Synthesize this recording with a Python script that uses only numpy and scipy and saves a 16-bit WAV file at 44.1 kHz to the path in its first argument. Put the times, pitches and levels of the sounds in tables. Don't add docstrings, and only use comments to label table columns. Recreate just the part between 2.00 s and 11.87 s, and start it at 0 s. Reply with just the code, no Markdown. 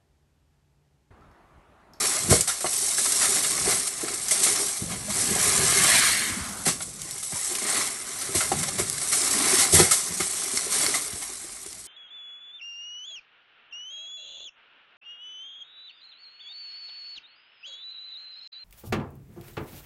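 import sys
import numpy as np
from scipy import signal
from scipy.fft import rfft, irfft, next_fast_len
from scipy.io import wavfile
from scipy.ndimage import uniform_filter1d, map_coordinates

SR = 44100
rng = np.random.default_rng(int(sys.argv[2]) if len(sys.argv) > 2 else 0)


def waveform_to_disk(signal):
    frames = np.transpose(np.atleast_2d(signal))
    scaled = np.clip(frames, -1, 1) * 32767
    samples = np.round(scaled).astype(np.int16)
    wavfile.write(sys.argv[1], SR, samples)


N = 435266

# f/Hz, level/dB
DROP_SPECTRUM = [(1500, -26), (3200, -16), (4300, -10.5), (5000, -11.5), (5500, -5.5), (6100, -6.5),
                 (6800, -7.5), (8000, -2), (9200, -2.5), (9800, -4.5), (10500, -5.5), (11400, -8.5),
                 (12000, -22)]
# f/Hz, level/dB
SLOSH_SPECTRUM = [(300, -45), (560, -3.5), (690, -3), (810, -0.5), (885, -14), (1030, -0.5), (1260, -1),
                  (1460, -4.5), (1850, -3), (2130, 1.5), (2550, -8.5), (3300, -8.5), (4300, -4),
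                  (8000, -28)]
# crest/s, rise/s, fall/s, spray/dB, slosh/dB
STROKES = [(.03, 0.65, 0.3, -23.5, -36), (.88, 0.31, 1, -25, -43.5), (1.27, 0.22, 0.42, -25.5, -36.5),
           (1.7, 0.2, 0.18, -25, -37.5), (2.13, 0.22, 0.082, -34.5, -42), (2.48, 0.24, 0.3, -23.3, -36.5),
           (3.19, 0.087, 0.22, -24.5, -39.5), (3.44, 0.1, 0.23, -24, -34.5), (5.08, 0.15, 0.17, -43, -49.5),
           (5.5, 0.31, 0.089, -29, -49), (5.78, 0.21, 0.14, -25, -34), (6.55, 0.69, 0.57, -32.5, -41.5),
           (7.25, 0.29, 1, -25, -40.5), (7.57, 0.28, 0.14, -23, -30), (8.42, 0.54, 1, -30.5, -44.5),
           (8.83, 0.16, 0.22, -25.5, -35.5)]
BLOW = (3.876, 0.53, 0.34)
ROUNDNESS = 1.48


def amp(db):
    return 10 ** (np.asarray(db) / 20)


def unit(x):
    return x / np.sqrt(np.mean(x ** 2) + 1e-20)


def along(points, hz):
    freqs, values = np.transpose(points)
    return np.interp(np.log(hz + 1), np.log(freqs), values)


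def wobble(rate):
    values = rng.standard_normal(int(N * rate / SR) + 4)
    return map_coordinates(values, [np.arange(N) * rate / SR], order=2)


def filtered(x, response):
    size = next_fast_len(N + SR // 4)
    return irfft(rfft(x, size) * response(np.fft.rfftfreq(size, 1 / SR)), size)[:N]


def bandpass(x, low_hz, high_hz):
    return signal.sosfilt(signal.butter(2, [low_hz, high_hz], "band", fs=SR, output="sos"), x)


def coloured(x, spectrum):
    return unit(filtered(x, lambda hz: amp(along(spectrum, hz))))


def add(track, start, sound):
    part = track[round(start * SR):][:len(sound)]
    part += sound[:len(part)]


def together(gains):
    return np.sqrt(sum(gain ** 2 for gain in gains))


def swell(crest, rise, fall):
    t = np.arange(N) / SR - crest
    return amp(-10 * np.abs(t / np.where(t < 0, rise, fall)) ** ROUNDNESS)


def swells(rows):
    return together(amp(db) * swell(crest, rise, fall) for crest, rise, fall, db in rows)


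def tailed_swell(crest, rise, fall, tail_db, db_per_s):
    t = np.arange(N) / SR - crest
    return np.maximum(swell(crest, rise, fall), (t > 0) * amp(tail_db - db_per_s * np.abs(t)))


def spurts(rate, life_s, spread_db):
    starts = (rng.random(N) < rate / SR) * amp(spread_db * np.clip(rng.standard_normal(N), -2, 2))
    power = signal.lfilter([1], [1, -np.exp(-1 / (life_s * SR))], starts ** 2)
    return unit(np.sqrt(power))


def patchy(x, depth_db):
    spectra = signal.stft(x, nperseg=1024)[2]
    patches = uniform_filter1d(rng.standard_normal(spectra.shape), size=3, axis=0)
    patches = unit(uniform_filter1d(patches, size=4, axis=1))
    return unit(signal.istft(spectra * amp(depth_db * patches), nperseg=1024)[1][:N])


def patter(rate, spread_db, wash_db):
    lands = rng.random(N) < rate / SR
    size = amp(spread_db * np.minimum(rng.exponential(size=N), 5))
    clicks = unit(lands * size * rng.choice([-1, 1], N))
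    return unit(clicks + amp(wash_db) * rng.standard_normal(N))


def bubbles(count, low_hz, high_hz, cycles, spread_db):
    when, smallness, chance = rng.random((count, 3)).T[:, :, None]
    hz = low_hz * (high_hz / low_hz) ** smallness
    n = np.arange(int(4 * cycles / low_hz * SR))
    age = hz * n / SR / cycles
    phase = 2 * np.pi * cycles * age * (1 + 0.035 * np.minimum(age, 4))
    rings = np.sin(phase) * np.exp(-age) * hz * amp(-spread_db * np.log(chance + 0.08))
    positions = (when * N).astype(int) + n
    return unit(np.bincount(positions.ravel(), rings.ravel(), N)[:N])


def resonance(hz, width_hz):
    phase = 2 * np.pi * np.cumsum(hz * np.ones(N)) / SR
    return unit(wobble(width_hz) * np.cos(phase) + wobble(width_hz) * np.sin(phase))


def open_air():
    spectrum = [(20, 24), (100, 11.5), (400, -10), (2000, -35), (10000, -26)]  # f/Hz, level/dB
    return amp(-55.5) * coloured(rng.standard_normal(N), spectrum)


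def bank_echo(x):
    # f/Hz, t60/s (t60 is the time to fade by 60 dB)
    fade_times = [(100, 0.26), (1000, 0.23), (10000, 0.23)]
    hz, t, spectra = signal.stft(rng.standard_normal(SR // 3), SR, nperseg=256)
    tail = signal.istft(spectra * amp(-60 * t / along(fade_times, hz)[:, None]), SR, nperseg=256)[1]
    return signal.fftconvolve(x, tail / np.linalg.norm(tail))[:N]


def squelches(width_hz=88):
    # crest/s, rise/s, fall/s, level/dB, f/Hz
    squeezes = [(2.92, 0.034, 0.046, -39, 162), (6.585, 0.049, 0.069, -32.5, 145),
                (6.81, 0.1, 0.068, -37.5, 150), (7.43, 0.15, 0.097, -36, 270),
                (8.19, 0.14, 0.063, -47, 180)]
    out = np.zeros(N)
    for crest, rise, fall, db, hz in squeezes:
        drone = unit(bandpass(rng.standard_normal(SR), hz - width_hz / 2, hz + width_hz / 2))
        add(out, crest - 0.5, amp(db) * swell(0.5, rise, fall)[:SR] * drone)
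    return out


def smacks():
    # t/s, level/dB
    openings = [(1.256, -22), (8.574, -13), (8.8645, -10), (8.955, -19)]
    # f/Hz, relative level/dB, t60/s
    notes = [(2140, -7, 0.017), (4350, -5, .016), (5450, -2.5, .016)]
    out, t = np.zeros(N), np.arange(SR // 10) / SR
    for start, db in openings:
        for hz, note_db, t60 in notes:
            peak_db = db + note_db + rng.standard_normal()
            add(out, start, amp(peak_db - 60 * t / t60) * np.sin(2 * np.pi * hz * t))
    return out


def ticks(crack_t60=0.0018):
    # t/s, relative level/dB, wisp t60/s, f/Hz
    snaps = [(0.4088, -3, 0.0026, 7700), (0.4092, 4, 0.0055, 8800), (.4116, -1.5, 0.038, 9000),
             (1.5983, -16, 0.03, 8300), (2.284, -8.5, 0.085, 8950), (5.018, -11.5, 0.02, 6700),
             (5.1105, -12, 0.017, 8400), (5.553, -12.5, 0.061, 3620), (6.8994, -1.5, 0.004, 10100),
             (6.929, -10, 0.025, 8500), (7.128, -9, .02, 8300), (7.2175, -5, 0.025, 7750),
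             (8.4255, -25, .02, 8200), (8.61, -9, .01, 9300), (8.8645, -7, 0.012, 8500),
             (9.729, -17.5, 0.025, 8000)]
    out, t = np.zeros(N), np.arange(SR // 10) / SR
    for start, db, t60, hz in snaps:
        crack = np.sin(2 * np.pi * hz * t) * amp(2 - 60 * t / crack_t60)
        crack[0] += 1.5
        wisp = rng.standard_normal(len(t)) * amp(-7 - 60 * t / t60)
        add(out, start, amp(db - 4.5) * bandpass(crack + wisp, 0.5 * hz, 11500))
    return out


def plops(glide=0.29, roughness=0.35):
    # t/s, level/dB, starting f/Hz, t60/s
    lone_bubbles = [(.6442, -15, 687, 0.022), (.654, -17, 840, 0.015), (2.104, -30, 382, 0.064),
                    (2.486, -30, 357, 0.056), (2.597, -27, 387, 0.19), (3.082, -30.5, 612, 0.084),
                    (5.356, -34, 920, 0.069), (5.512, -31.5, 347, 0.11), (5.619, -28.5, 380, 0.067),
                    (5.649, -31, 375, .065), (6.517, -14, 750, 0.035), (6.793, -27, 620, 0.017),
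                    (8.666, -28.5, 390, 0.06), (8.941, -20, 1980, 0.046), (9.157, -33, 388, 0.041),
                    (9.442, -39, 334.7, 0.064), (9.66, -33.5, 382, 0.055)]
    out, t = np.zeros(N), np.arange(SR // 5) / SR
    for start, db, hz, t60 in lone_bubbles:
        phase = 2 * np.pi * np.cumsum(hz * (1 + glide * np.minimum(t / t60, 1))) / SR
        slop = unit(bandpass(rng.standard_normal(len(t)), 0.5 * hz, 2 * hz))
        level = amp(db - 60 * t / t60) * (1 - np.exp(-2 * t * hz))
        add(out, start, level * (np.sin(phase) + roughness * slop))
    return out


def air_pocket(hz, t60):
    t = np.arange(SR // 3) / SR
    pitch = hz * (0.934 + 0.57 * np.minimum(t / t60, 1))
    ring = np.sin(2 * np.pi * np.cumsum(pitch) / SR)
    shudder = unit(bandpass(rng.standard_normal(len(t)), 0.46 * hz, 1.47 * hz))
    depth = 1 / (1 + (hz / 220) ** 2)
    level = amp(-60 * t / t60) * (1 - np.exp(-t * hz / 0.31))
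    return level * ((1.3 - 0.86 * depth) * ring + (0.73 + 1.1 * depth) * shudder)


def gulps_and_thuds():
    # t/s, level/dB, f/Hz
    gulps = [(0.287, -20.5, 168), (0.323, -13.5, 473), (.645, -28, 1090), (0.983, -28.5, 1730),
             (1.676, -27, 400), (2.031, -28, 330), (2.311, -26, 2120), (2.462, -32, 275),
             (2.819, -24.5, 101), (3.31, -27, 229), (3.36, -26, 760), (4.662, -24.5, 776),
             (4.685, -24.5, 1090), (5.322, -34, 836), (5.327, -32, 131), (6.29, -30, 244),
             (6.347, -35, 690), (6.52, -24, 1030), (7.914, -22.5, 1310), (8.104, -33, 163),
             (8.205, -27, 1214), (8.535, -32, 263), (9.131, -35, 100)]
    # t/s, level/dB, hardness/(dB per octave)
    thuds = [(.305, -21, -2), (0.646, -30.5, 6.5), (4.661, -28, -1.5), (6.347, -26.5, 0.5),
             (6.518, -25, 0.5), (6.795, -27, 4), (7.732, -23.5, -1), (7.799, -13, 2), (8.2, -29.5, 6)]
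    # f/Hz, relative level/dB, t60/s
    mud_notes = [(154, 2.5, 0.11), (356, -0.5, 0.056), (715, -3, 0.016)]
    # f/Hz, gain/dB
    ground_path = [(60, -7), (100, -2.5), (160, -3.5), (300, -3), (390, 5.5), (450, 1.5), (520, -9.5),
                   (640, 2), (800, -3.5), (890, -12), (1030, -4), (1300, 1)]
    out, middle_hz = np.zeros(N), mud_notes[1][0]
    for start, db, hz in gulps:
        t60 = 0.063 * (400 / hz) ** 0.26
        add(out, start, amp(db) * air_pocket(hz, t60))
    for start, db, hardness in thuds:
        for hz, note_db, t60 in mud_notes:
            closing_s = 0.94 / hz
            level = amp(db + note_db + hardness * np.log2(hz / middle_hz))
            add(out, start + closing_s, level * air_pocket(hz, t60))
    return filtered(out, lambda hz: amp(along(ground_path, hz)))


def splashes():
    # t/s, level/dB, landing time/s, t60/s, slap compared with drops/dB
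    clods = [(0.049, -31.5, 0.011, 0.062, 3), (0.294, -16.5, 0.03, 0.37, -11.5),
             (0.474, -22, 0.005, 0.31, -9.5), (0.606, -30, 0.0029, 0.092, -7.5),
             (0.657, -38.5, 0.011, 0.04, 11), (.722, -26.5, 0.021, 0.058, -14),
             (.972, -23.5, 0.029, 0.12, -19), (1.053, -23.5, .008, 0.062, -7),
             (1.12, -18, 0.0045, 0.017, -26), (1.156, -24, .005, .05, -17),
             (1.202, -24.5, 0.051, 0.16, -5.5), (1.43, -27.5, 0.023, .06, -4),
             (1.506, -23.5, .006, 0.021, -13), (1.668, -26, 0.061, 0.21, -7),
             (1.869, -23, 0.0092, 0.043, -20), (2.008, -27, 0.0064, 0.036, -18),
             (2.08, -30, 0.0051, 0.046, -2.5), (2.135, -27.5, 0.0087, 0.067, -25),
             (2.308, -18.5, 0.006, 0.22, -16), (2.431, -17, 0.01, 0.14, -34), (2.46, -32, 0.012, 0.053, 2),
             (2.889, -35, 0.048, .14, -0.5), (3.102, -27.5, 0.004, 0.15, -5.5),
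             (4.652, -20.5, 0.033, 0.21, -9), (4.804, -40.5, 0.0067, 0.051, 4),
             (4.815, -29.5, 0.017, 0.046, -35), (5.178, -32, 0.0037, .05, -20),
             (5.227, -29, 0.0058, 0.065, -12), (5.32, -43, 0.0057, 1, 3.5), (6.21, -29.5, 0.015, 0.053, -8),
             (6.346, -21.5, 0.014, 0.36, -14), (6.405, -30, 0.0075, 0.17, 2.5),
             (6.515, -26.5, 0.0097, 0.039, -10), (6.585, -29, .008, 0.11, -16),
             (6.629, -25.5, 0.01, 0.032, -5), (6.679, -27, 0.011, 0.028, -5),
             (6.781, -23.5, 0.021, 0.12, -5), (6.9792, -27.5, 0.0033, 0.029, -9.5),
             (7.013, -28.5, 0.0079, 0.083, -8), (7.116, -19.5, 0.016, 0.18, -10),
             (7.575, -20.5, 0.051, 0.15, -9.5), (7.722, -15.5, 0.03, 0.059, -14),
             (7.741, -18.5, 0.038, 0.52, -8), (7.786, -22.5, 0.019, 0.16, -2.5),
             (7.91, -15.5, 0.0067, 0.24, -16), (8.2, -24.5, 0.0064, 0.17, -5.5),
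             (8.555, -25.5, 0.024, 0.078, -18), (8.712, -26, 0.048, 0.17, -8.5),
             (8.941, -23, 0.013, 0.07, -8), (9.21, -33, 0.018, 0.1, -7.5),
             (9.6615, -36, .002, 0.049, -43.5)]
    drop_level, slap_level, t = np.zeros(N), np.zeros(N), np.arange(SR // 2) / SR
    for start, db, landing, t60, slap_db in clods:
        rise = amp(db) * (1 - np.exp(-t / (0.0002 + 0.2 * landing)))
        fall_db = -60 * np.maximum(t - landing, 0) / t60
        add(drop_level, start, rise * amp(fall_db))
        add(slap_level, start, rise * amp(slap_db + 0.98 * fall_db))
    drops = patchy(patter(rate=6000, spread_db=-4, wash_db=4.5), depth_db=1)
    slap = patchy(patter(rate=2700, spread_db=3, wash_db=-1), depth_db=4)
    return drop_level * coloured(drops, DROP_SPECTRUM) + slap_level * coloured(slap, SLOSH_SPECTRUM)


def stirring():
    # crest/s, rise/s, fall/s, relative level/dB
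    heaves = [(.32, 0.075, 0.09, -26.5), (1.68, 0.14, 0.12, -35), (2.4, 0.84, .3, -50),
              (2.84, 0.028, 0.29, -34), (3.58, 0.32, 0.41, -31.5), (4.68, 0.024, 0.47, -43),
              (6.6, 0.36, 0.51, -40.5), (7.812, 0.066, 0.023, -20.5)]
    # f/Hz, level/dB
    gurgle_spectrum = [(70, -34), (170, -4.5), (270, -1), (330, -2.5), (390, 5.5), (440, 1.5), (500, -27),
                       (800, -11)]
    mud_spectrum = [(20, -32), (42, -12), (62, -9.5), (90, -6), (150, -2.5), (260, -16), (500, -16),
                    (1500, -37)]
    motion = together(amp(db) * tailed_swell(crest, rise, fall, tail_db=-12, db_per_s=12)
                      for crest, rise, fall, _, db in STROKES)
    fizz = amp(-15) * bubbles(count=2400, low_hz=575, high_hz=3840, cycles=3.4, spread_db=4)
    froth = fizz + patchy(patter(rate=2300, spread_db=1, wash_db=3.5), depth_db=2)
    pockets = amp(-15) * bubbles(count=1200, low_hz=171, high_hz=557, cycles=3.6, spread_db=5.5)
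    pockets += unit(rng.standard_normal(N))
    laps = spurts(rate=800, life_s=0.009, spread_db=3.5)
    slosh = amp(2.5) * motion * laps * coloured(froth, SLOSH_SPECTRUM)
    large_share = (motion / motion.max()) ** 0.055
    gurgle = motion * large_share * coloured(pockets, gurgle_spectrum)
    heave = together([swells(heaves), amp(-12.5) * motion])
    lumps = amp(1.5 * wobble(25))
    mud = amp(-3) * heave * lumps * coloured(rng.standard_normal(N), mud_spectrum)
    return slosh + gurgle + mud


def spray(fat_drops_per_s=22):
    runoff = dict(tail_db=-16, db_per_s=6)
    thrown = together(amp(db) * tailed_swell(crest, rise, fall, **runoff)
                      for crest, rise, fall, db, _ in STROKES)
    level = together([thrown, amp(-20) * tailed_swell(*BLOW, **runoff)])
    clumps = spurts(rate=1300, life_s=0.003, spread_db=3)
    drops = patchy(patter(rate=5900, spread_db=0, wash_db=7.5), depth_db=3)
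    fat_drops = unit((rng.random(N) < fat_drops_per_s / SR) * rng.uniform(0.64, 1, N))
    fat_drops *= amp(-19) * (level.max() / level) ** 0.25
    return amp(0.5) * level * coloured(clumps * drops + fat_drops, DROP_SPECTRUM)


def trunk_jet(tube_hz=396, tip_hz=1777, tip_hz_per_s=1300):
    # f/Hz, level/dB
    rush_spectrum = [(300, -7), (520, -7), (680, 0.5), (800, -1.5), (890, -10), (1050, 3), (1250, 1),
                     (1600, -11), (3000, -56)]
    hiss_spectrum = [(900, -17), (1450, -9.5), (1660, 3), (1900, -5), (2130, 1.5), (2600, -5), (3200, -4),
                     (3800, -6.5), (4300, -1), (4900, -10), (6000, -9), (11000, -11)]
    flutter_spectrum = [(45, -9), (90, -3), (135, -8), (200, 5.5), (310, -2), (480, -16), (900, -19.5)]
    # crest/s, rise/s, fall/s, level/dB
    flutters = [(3.31, 0.23, 0.11, -33.5), (4.36, 0.17, 0.39, -35)]
    # crest/s, rise/s, fall/s, level/dB, f/Hz, width/Hz
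    surges = [(3.92, 0.094, 0.048, -38, 687, 201), (4.04, 0.036, 0.044, -29, 1310, 601),
              (4.115, 0.043, 0.23, -32, 2036, 481), (4.36, 0.25, 0.32, -41, 1290, 602),
              (4.53, .2, 0.17, -48.5, 722, 448)]
    narrowing = (3.976, 0.2, 0.28)
    t, blow = np.arange(N) / SR, swell(*BLOW)

    def air(spectrum, depth_db):
        return coloured(patchy(rng.standard_normal(N), depth_db), spectrum)

    rush = amp(-33) * blow * air(rush_spectrum, depth_db=3)
    hiss_level = together([tailed_swell(*narrowing, tail_db=-2, db_per_s=58), amp(-4) * blow])
    hiss = amp(-21.5) * hiss_level * air(hiss_spectrum, depth_db=3)
    flutter = together([swells(flutters), amp(-41.5) * blow]) * air(flutter_spectrum, depth_db=4.5)
    tip_open = np.exp(-np.abs(t - np.clip(t, 3.41, 3.86)) / 0.0049)
    gargle = unit(amp(3 * wobble(55)))
    tube_note = amp(-35.5) * np.sqrt(blow) * tip_open * gargle * resonance(tube_hz, width_hz=36)
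    tip_pitch = tip_hz + tip_hz_per_s * np.clip(t - narrowing[0], -0.5, 0.15)
    tip_note = amp(-34) * swell(*narrowing) * resonance(tip_pitch, width_hz=620)
    surge_notes = sum(amp(db) * swell(crest, rise, fall) * resonance(hz, width)
                 for crest, rise, fall, db, hz, width in surges)
    sputter = amp(0.8 * wobble(64))
    return sputter * (rush + hiss + flutter) + tube_note + tip_note + surge_notes


def scene():
    hits = splashes() + gulps_and_thuds() + plops() + ticks() + smacks()
    flowing = open_air() + spray() + stirring() + squelches() + trunk_jet()
    return (flowing + hits + amp(-7.5) * bank_echo(hits))[None]


def record(dry, bass_hz=42, ceiling=0.8, top_hz=12000):
    trimmed = filtered(dry[0], lambda hz: hz ** 3 / np.sqrt(hz ** 6 + bass_hz ** 6))
    rounded = trimmed / (1 + np.abs(trimmed / ceiling) ** 6) ** (1 / 6)
    return filtered(rounded, lambda hz: hz < top_hz)[None]


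dry = scene()
out = record(dry)
waveform_to_disk(out)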